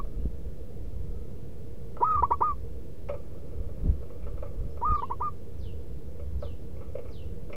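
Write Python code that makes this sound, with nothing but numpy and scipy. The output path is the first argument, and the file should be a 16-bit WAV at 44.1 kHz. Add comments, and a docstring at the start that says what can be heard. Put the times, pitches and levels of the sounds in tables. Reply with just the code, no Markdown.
"""Zebra dove in a wicker cage

A dove beside a field clicks its bill and coos two short phrases close by. Each note swoops up from
a low croak through the resonance of the throat sac and breaks into a near-pure whistle. Between
phrases the bird steps about, exciting the modes of the cage. Far off, doves sound faint even notes
and a small bird gives falling chirps; a low rumble and puffs of wind lie under it all."""
import sys
import numpy as np
from scipy import signal
from scipy.fft import rfft, irfft, next_fast_len
from scipy.io import wavfile
from scipy.ndimage import uniform_filter1d

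SR = 44100
rng = np.random.default_rng(int(sys.argv[2]) if len(sys.argv) > 2 else 0)


def master(y):
    """Save y as 16-bit WAV."""
    cut = np.clip(np.atleast_2d(y).T, -1, 1)
    pcm = np.round(cut * 32767)  # scale
    wavfile.write(sys.argv[1], SR, pcm.astype(np.int16))


N = 333387
TIME = np.arange(N) / SR
FFT_SIZE = next_fast_len(N, True)
FREQ = np.fft.rfftfreq(FFT_SIZE, 1 / SR)


def amp(db):
    """Decibels to amplitude ratio."""
    return 10 ** (np.asarray(db) / 20)


def unit(x):
    """Normalisation to rms 1."""
    return x / np.sqrt(np.mean(x ** 2) + 1e-20)


def level_at(spectrum, hz):
    """Interpolation of a spectrum on a log-frequency axis."""
    knots_hz, db = np.transpose(spectrum)
    return np.interp(np.log(hz + 1), np.log(knots_hz + 1), db)


def add(mix, start, sound):
    """Superposition of a sound from a start time in seconds."""
    part = mix[max(round(start * SR), 0):][:len(sound)]
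    part += sound[:len(part)]


def colour(x, spectrum):
    """Filtering by multiplication of spectra."""
    return irfft(rfft(x, FFT_SIZE) * amp(level_at(spectrum, FREQ)), FFT_SIZE)[:N]


def noise(spectrum):
    """Coloured Gaussian noise of rms 1."""
    return unit(colour(rng.standard_normal(FFT_SIZE), spectrum))


def drift(per_s):
    """Random modulation of rms 1."""
    count = int(2 * per_s * N / SR) + 2
    return unit(np.interp(TIME, np.linspace(0, N / SR, count), rng.standard_normal(count)))


def resonate(x, hz, width):
    """A damped resonator with gain 1 at its centre."""
    r = np.exp(-np.pi * width / SR)
    return 2 * signal.lfilter([1 - r], [1, -r * np.exp(2j * np.pi * hz / SR)], x + 1e-18).real


def ring(x, hz, width):
    """Two resonators in cascade give steep skirts; the output has rms 1."""
    return unit(resonate(resonate(x, hz, width), hz, width))


def scatter(x, t60, delay):
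    """Diffuse reflection: a dense tail of echoes decays exponentially."""
    t = np.arange(SR // 2) / SR
    tail = rng.standard_normal(len(t)) * np.exp(-np.log(1000) * t / t60) * (t > delay)
    return signal.fftconvolve(x, tail / np.linalg.norm(tail))[:N]


# gusts: (time [s], half length [s], buffeting level [dB], relative rumble level [dB])
GUSTS = [(.04, .03, -35, -48), (.22, .08, -30.5, -36), (.47, .05, -37, -38), (1.03, .14, -36, -39),
         (2.2, .045, -46, -33), (2.66, .05, -52, -39), (3.66, .09, -36, -39), (3.875, .035, -19.5, -23),
         (4.32, .09, -36, -46), (4.63, .05, -30, -45), (4.91, .025, -24, -35), (5.65, .04, -37, -37),
         (6.36, .13, -47, -36), (7.39, .08, -38, -39)]


def breeze(peaks_db, calm_db, wander_db):
    """Incoherent addition: a wandering calm and bell-shaped gusts sum in power to one envelope."""
    swells = [amp(db) * np.exp(-((TIME - centre) / half) ** 2 / 2)
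              for (centre, half, *_), db in zip(GUSTS, peaks_db)]
    calm = amp(calm_db + wander_db * drift(3))
    return np.linalg.norm([calm] + swells, axis=0)


# distant murmur of the countryside and its hiss: (frequency [Hz], relative density [dB])
MURMUR = [(20, -15), (70, -7), (110, -8), (160, -9), (240, -17), (400, -16), (480, -15), (600, -25),
          (800, -35), (1500, -42.5), (3000, -46.5), (7000, -52), (16000, -51.5)]


def background():
    """Filtered noise: a steady murmur, a deep band that swells with the gusts and a narrow drone."""
    strength = breeze([db for *_, db in GUSTS], calm_db=-44, wander_db=1.5)
    rumble = amp(-.5) * strength * ring(rng.standard_normal(N), hz=67, width=36)
    drone = amp(-56.5) * ring(rng.standard_normal(N), hz=462, width=24)
    return amp(-45) * noise(MURMUR) + rumble + drone


# buffeting of the wind: (frequency [Hz], relative density [dB])
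BUFFETING = [(8, -5.5), (25, 2), (45, 0), (90, -11), (160, -20), (300, -33), (500, -40), (1000, -63),
             (4000, -90)]


def wind(eddy_db=-34):
    """Turbulence: pressure fluctuates at low frequencies, and the strongest gusts shed higher eddies."""
    strength = breeze([db for _, _, db, _ in GUSTS], calm_db=-48.5, wander_db=2.5)
    buffeting = strength * noise(BUFFETING)
    eddies = (strength / strength.max()) ** 2 * ring(rng.standard_normal(N), hz=140, width=110)
    return buffeting + amp(eddy_db) * eddies


SCOOP_HZ, SCOOP_S = 115, .012  # the whistle rises to its pitch
BREAK_DB, BREAK_S = -9, .0015  # it catches at the register break
WARBLE_PER_S, WARBLE_LEAD_S, WARBLE_DB_PER_HZ = 26.5, .0095, .045
RELEASE_S, RELEASE_DB, RELEASE_DROP_HZ = .028, -38, 90  # it drops as the effort dies away
FLARE_DB_PER_HZ = .16  # overtones flare at each crest of the warble
FULL_VOICE_DB, SOFT_BRIGHTENING = -22, .55  # in soft notes they fall less than the fundamental
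# opening swoop: (stage [0-1 croak, 1-2 upward glide], pitch [Hz], relative level [dB])
SWOOP = [(0, 290, -22), (.5, 340, -12), (1, 480, -6), (1.17, 880, -6), (1.5, 952, -2), (1.75, 985, -1.2),
         (2, 1050, -8)]


def contour(t, start, croak_end, turn, release, swoop_db, whistle_db, top_hz, sag_hz, swell_db,
            warble_hz):
    """Frequency and amplitude modulation: a swoop turns into a sagging whistle whose warble deepens."""
    stages, glide_hz, glide_db = np.transpose(SWOOP)
    stage = np.interp(t, [start, croak_end, turn], np.arange(3))
    since = np.maximum(t - turn, 0)
    held = np.minimum(since / (release - turn), 1)
    dying = np.maximum(t - release, 0) / RELEASE_S
    warble = warble_hz * np.sqrt(held) * np.cos(2 * np.pi * WARBLE_PER_S * (t - release + WARBLE_LEAD_S))
    scoop = SCOOP_HZ * np.exp(-since / SCOOP_S)
    catch = BREAK_DB * np.exp(-since / BREAK_S)
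    hz = top_hz - scoop - sag_hz * held ** 2 + warble - RELEASE_DROP_HZ * dying
    db = whistle_db + catch + swell_db * held ** 2 + WARBLE_DB_PER_HZ * warble + RELEASE_DB * dying
    hz = np.where(t < turn, np.interp(stage, stages, glide_hz), hz)
    db = np.where(t < turn, swoop_db + np.interp(stage, stages, glide_db), db)
    bright_db = FLARE_DB_PER_HZ * warble + SOFT_BRIGHTENING * (FULL_VOICE_DB - whistle_db)
    return hz, db, bright_db


# transmission of the closed bill and swollen throat: (frequency [Hz], gain [dB])
THROAT = [(280, -5), (450, 3), (680, -8), (950, 1), (1330, -3.5), (1650, -28), (2000, -26), (2420, -33.5),
          (2700, -50), (3700, -43.5), (5000, -48), (9000, -48.5), (13000, -59)]
# rushing air in the voice: (frequency [Hz], relative density [dB])
BREATH = [(150, -6), (400, 0), (1200, -3), (2000, -9), (2600, -28), (9000, -50)]
# notes at the source; one that starts at its register break has no swoop:
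# (start [s], end of croak [s], register break [s], release [s], swoop level [dB],
#  whistle level [dB], pitch [Hz], sag [Hz], swell [dB], warble depth [Hz])
COOS = [ (-.04, -.03, -.02, .001, -30, -29, 1170, 0, 0, 0),
        (2.001, 2.019, 2.042, 2.163, -19.5, -20.6, 1288, 85, -.5, 23),
        (2.172, 2.172, 2.172, 2.201, -30, -22.5, 1215, 40, 1, 0),
        (2.222, 2.227, 2.241, 2.253, -19, -22.5, 1220, 50, -2, 0),
        (2.303, 2.312, 2.325, 2.343, -19.5, -22.5, 1225, 65, -2.5, 0),
        (2.404, 2.414, 2.427, 2.519, -19.5, -20.5, 1268, 140, -7, 0),
        (4.808, 4.816, 4.849, 4.963, -29, -21.7, 1248, 65, -1.5, 26),
        (4.975, 4.975, 4.975, 4.998, -40, -34, 1190, 10, 8, 0),
        (5.019, 5.023, 5.04, 5.045, -30, -32, 1175, 25, -1, 0),
        (5.097, 5.104, 5.12, 5.132, -29.5, -31.5, 1210, 70, -4, 0),
        (5.199, 5.207, 5.221, 5.286, -28.5, -24.5, 1258, 85, -4, 0)]


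def dove(sac_db=3, octave_db=-4.2, jitter=.005, shimmer_db=.6, air_db=-31, edge_s=.0025, flutter_db=3.5):
    """Source and filter: a harmonic tone is shaped by the throat and the resonance of its sac."""
    tone, airflow = np.zeros(N), np.zeros(N)
    waver, tremble, flutter = drift(120), drift(99), amp(flutter_db * drift(35))
    for note in COOS:
        start, _, _, release, *_ = note
        on = (TIME >= start) & (TIME < release + RELEASE_S)
        t = TIME[on]
        hz, db, bright_db = uniform_filter1d(np.array(contour(t, *note)), size=70)
        phase = 2 * np.pi * np.cumsum(hz * (1 + jitter * waver[on])) / SR
        fade = np.clip(np.minimum(t - t[0], t[-1] - t) / edge_s, 0, 1)
        effort = amp(db + shimmer_db * tremble[on]) * fade
        overtones = sum(amp(octave_db * np.log2(k)) * np.sin(k * phase) for k in range(2, 11))
        tone[on] += effort * (np.sin(phase) + amp(bright_db) * flutter[on] * overtones)
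        airflow[on] += effort
    # the throat passes several harmonics of the low croak but little beyond the whistle's first
    voice = colour(tone, THROAT) + amp(air_db) * airflow * noise(BREATH)
    return voice + amp(sac_db) * resonate(voice, hz=975, width=110)


# far doves and small birds: (time [s], length [s], pitch [Hz], relative level [dB])
FAR_NOTES = [(.02, .25, 1278, -71), (.16, .1, 2800, -74), (.6, .35, 710, -70), (1.0, .3, 1288, -71.5),
             (1.35, .3, 705, -69), (4.69, .035, 5250, -69)]


def far_notes(bend=.02, rasp=.018):
    """Near-pure tones: one half sine arches both the amplitude and, slightly, the pitch."""
    out = np.zeros(N)
    wavers = np.array_split(drift(120), len(FAR_NOTES))
    for (start, length, pitch, db), waver in zip(FAR_NOTES, wavers):
        arch = np.sin(np.linspace(0, np.pi, int(length * SR)))
        hz = pitch * (1 + bend * (arch - 1) + rasp * waver[:len(arch)])
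        add(out, start, amp(db) * arch * np.sin(2 * np.pi * np.cumsum(hz) / SR))
    return out


# modes of the wicker cage: (frequency [Hz], bandwidth [Hz], relative level [dB])
CAGE_MODES = [(505, 70, 0), (542, 65, -3.5), (850, 220, -15), (1160, 80, -13), (1255, 100, -17),
              (1470, 110, -29), (2210, 110, -22.5), (2340, 140, -24), (2630, 240, -27), (4150, 700, -43),
              (5300, 400, -41)]
# feet on perch and cage, and one bill click just before the first coo:
# (time [s], relative level [dB], hollow clack [dB], brightness [dB], scuff decay [s])
TAPS = [(.043, -50, 3, 0, .005), (1.968, -46, 11, -1, .001), (3.086, -41, 9, 11, .006),
        (3.094, -30, -4, -3, .009), (3.137, -37, 0, -1, .009), (3.688, -48, -2, -6, .006),
        (4.026, -46.5, -2, -6, .008), (4.099, -45, -1, -4, .01), (4.226, -58, 7, 17, .014),
        (4.265, -40.5, 0, -4, .01), (4.374, -47, 4, 0, .01), (4.425, -35, 0, -7, .008),
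        (4.457, -45, 1, 1, .008), (4.772, -47, 5, 1, .002), (6.194, -43, -3, -1, .014),
        (6.421, -37, 1, -8, .009), (6.461, -45, 0, -3, .008), (6.763, -55, 4, 11, .014),
        (6.807, -47, 4, 4, .024), (6.951, -32, -15, -7, .008), (6.983, -34, -13, -4, .008),
        (7.05, -51, 6, 5, .012), (7.084, -51, 4, 10, .006), (7.498, -48, 2, 3, .006),
        (7.528, -43, 4, 18, .008)]


def taps(scuff=.7, gain_db=-10.5):
    """Impact excitation: a step or bill click is an impulse and a brief scuff that ring damped modes."""
    out, t = np.zeros(N), np.arange(SR // 10) / SR
    for start, db, clack_db, bright_db, decay in TAPS:
        push = scuff * rng.standard_normal(len(t)) * np.exp(-t / decay)
        push[0] += 1
        # a soft touch excites the lowest modes, a firm one the middle, a hard one the top
        touch = [(600, 0), (800, clack_db), (1500, clack_db), (2100, bright_db)]
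        knock = sum(amp(mode_db + level_at(touch, hz)) * ring(push, hz, width)
                    for hz, width, mode_db in CAGE_MODES)
        add(out, start, amp(db + gain_db) * knock)
    return out


# sharp puffs of wind: (time [s], level before filtering [dB], decay [s])
PUFFS = [(.2555, -13.5, 0.0016), (3.859, -17, .005), (4.92, -19.5, 0.0037)]


def puffs(cutoff_hz=380):
    """Pressure transients: a sudden compression and a weaker rarefaction, low-passed to a thump."""
    out, t = np.zeros(N), np.arange(SR // 10) / SR
    lowpass = signal.butter(4, cutoff_hz, fs=SR)
    for start, db, decay in PUFFS:
        pulse = (1 - t / decay) * np.exp(-t / decay)
        add(out, start, amp(db) * signal.lfilter(*lowpass, pulse))
    return out


# spells in which the bird shuffles round: (start [s], end [s])
SHUFFLES = [(3.1, 4.8), (6.75, 7.12)]


def patter(level_db=-64.5, ticks_per_s=1000):
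    """Shot noise: the turning bird's many tiny impacts drive the modes of the cage."""
    moving = sum((TIME > start) & (TIME < end) for start, end in SHUFFLES)
    ticks = moving * rng.standard_normal(N) * (rng.random(N) < ticks_per_s / SR)
    return amp(level_db) * unit(sum(amp(db) * ring(ticks, hz, width) for hz, width, db in CAGE_MODES))


# the far bird's falling chirps: (time [s], relative level [dB])
CHIRPS = [(4.929, -61.5), (5.583, -61), (6.392, -60.5), (7.1, -59.5)]


def far_chirps(top_hz=6400, floor_hz=2480, fall_s=.043, length_s=.138, rasp=.018):
    """Frequency sweep: the pitch falls exponentially, and random modulation makes it rasp."""
    out, t = np.zeros(N), np.arange(0, length_s, 1 / SR)
    glide = floor_hz + (top_hz - floor_hz) * np.exp(-t / fall_s)
    envelope = np.sin(np.pi * t / length_s) ** .56
    for (start, db), waver in zip(CHIRPS, np.array_split(drift(400), len(CHIRPS))):
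        hz = glide * (1 + rasp * waver[:len(t)])
        add(out, start, amp(db) * envelope * np.sin(2 * np.pi * np.cumsum(hz) / SR))
    return out


def across_field(calls, direct_db=-2, flicker_db=2):
    """Outdoor propagation: the direct sound flickers, and ground and foliage scatter an echo."""
    direct = calls * amp(direct_db + flicker_db * drift(60))
    return direct + scatter(calls, t60=.36, delay=.003)


def scene(echo_db=-24, rattle_db=-5.5):
    """Superposition in open air: the cage is close, and its canes rattle briefly after each tap."""
    voice = dove()
    knocks = taps() + patter()
    echo = amp(echo_db) * scatter(voice, t60=.15, delay=.0099)
    rattle = amp(rattle_db) * scatter(knocks, t60=.16, delay=.004)
    far_birds = across_field(far_chirps() + far_notes())
    return (voice + echo + knocks + rattle + far_birds + wind() + puffs() + background())[None]


def record(dry, cutoff_hz=15800, dc_offset=.0266):
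    """Band limiting: a steep low-pass removes the highest treble; a small constant offset is added."""
    lowpass = signal.firwin(511, cutoff_hz, window=("kaiser", 9), fs=SR)
    return signal.oaconvolve(dry, lowpass[None], "same") + dc_offset


dry = scene()
out = record(dry)
master(out)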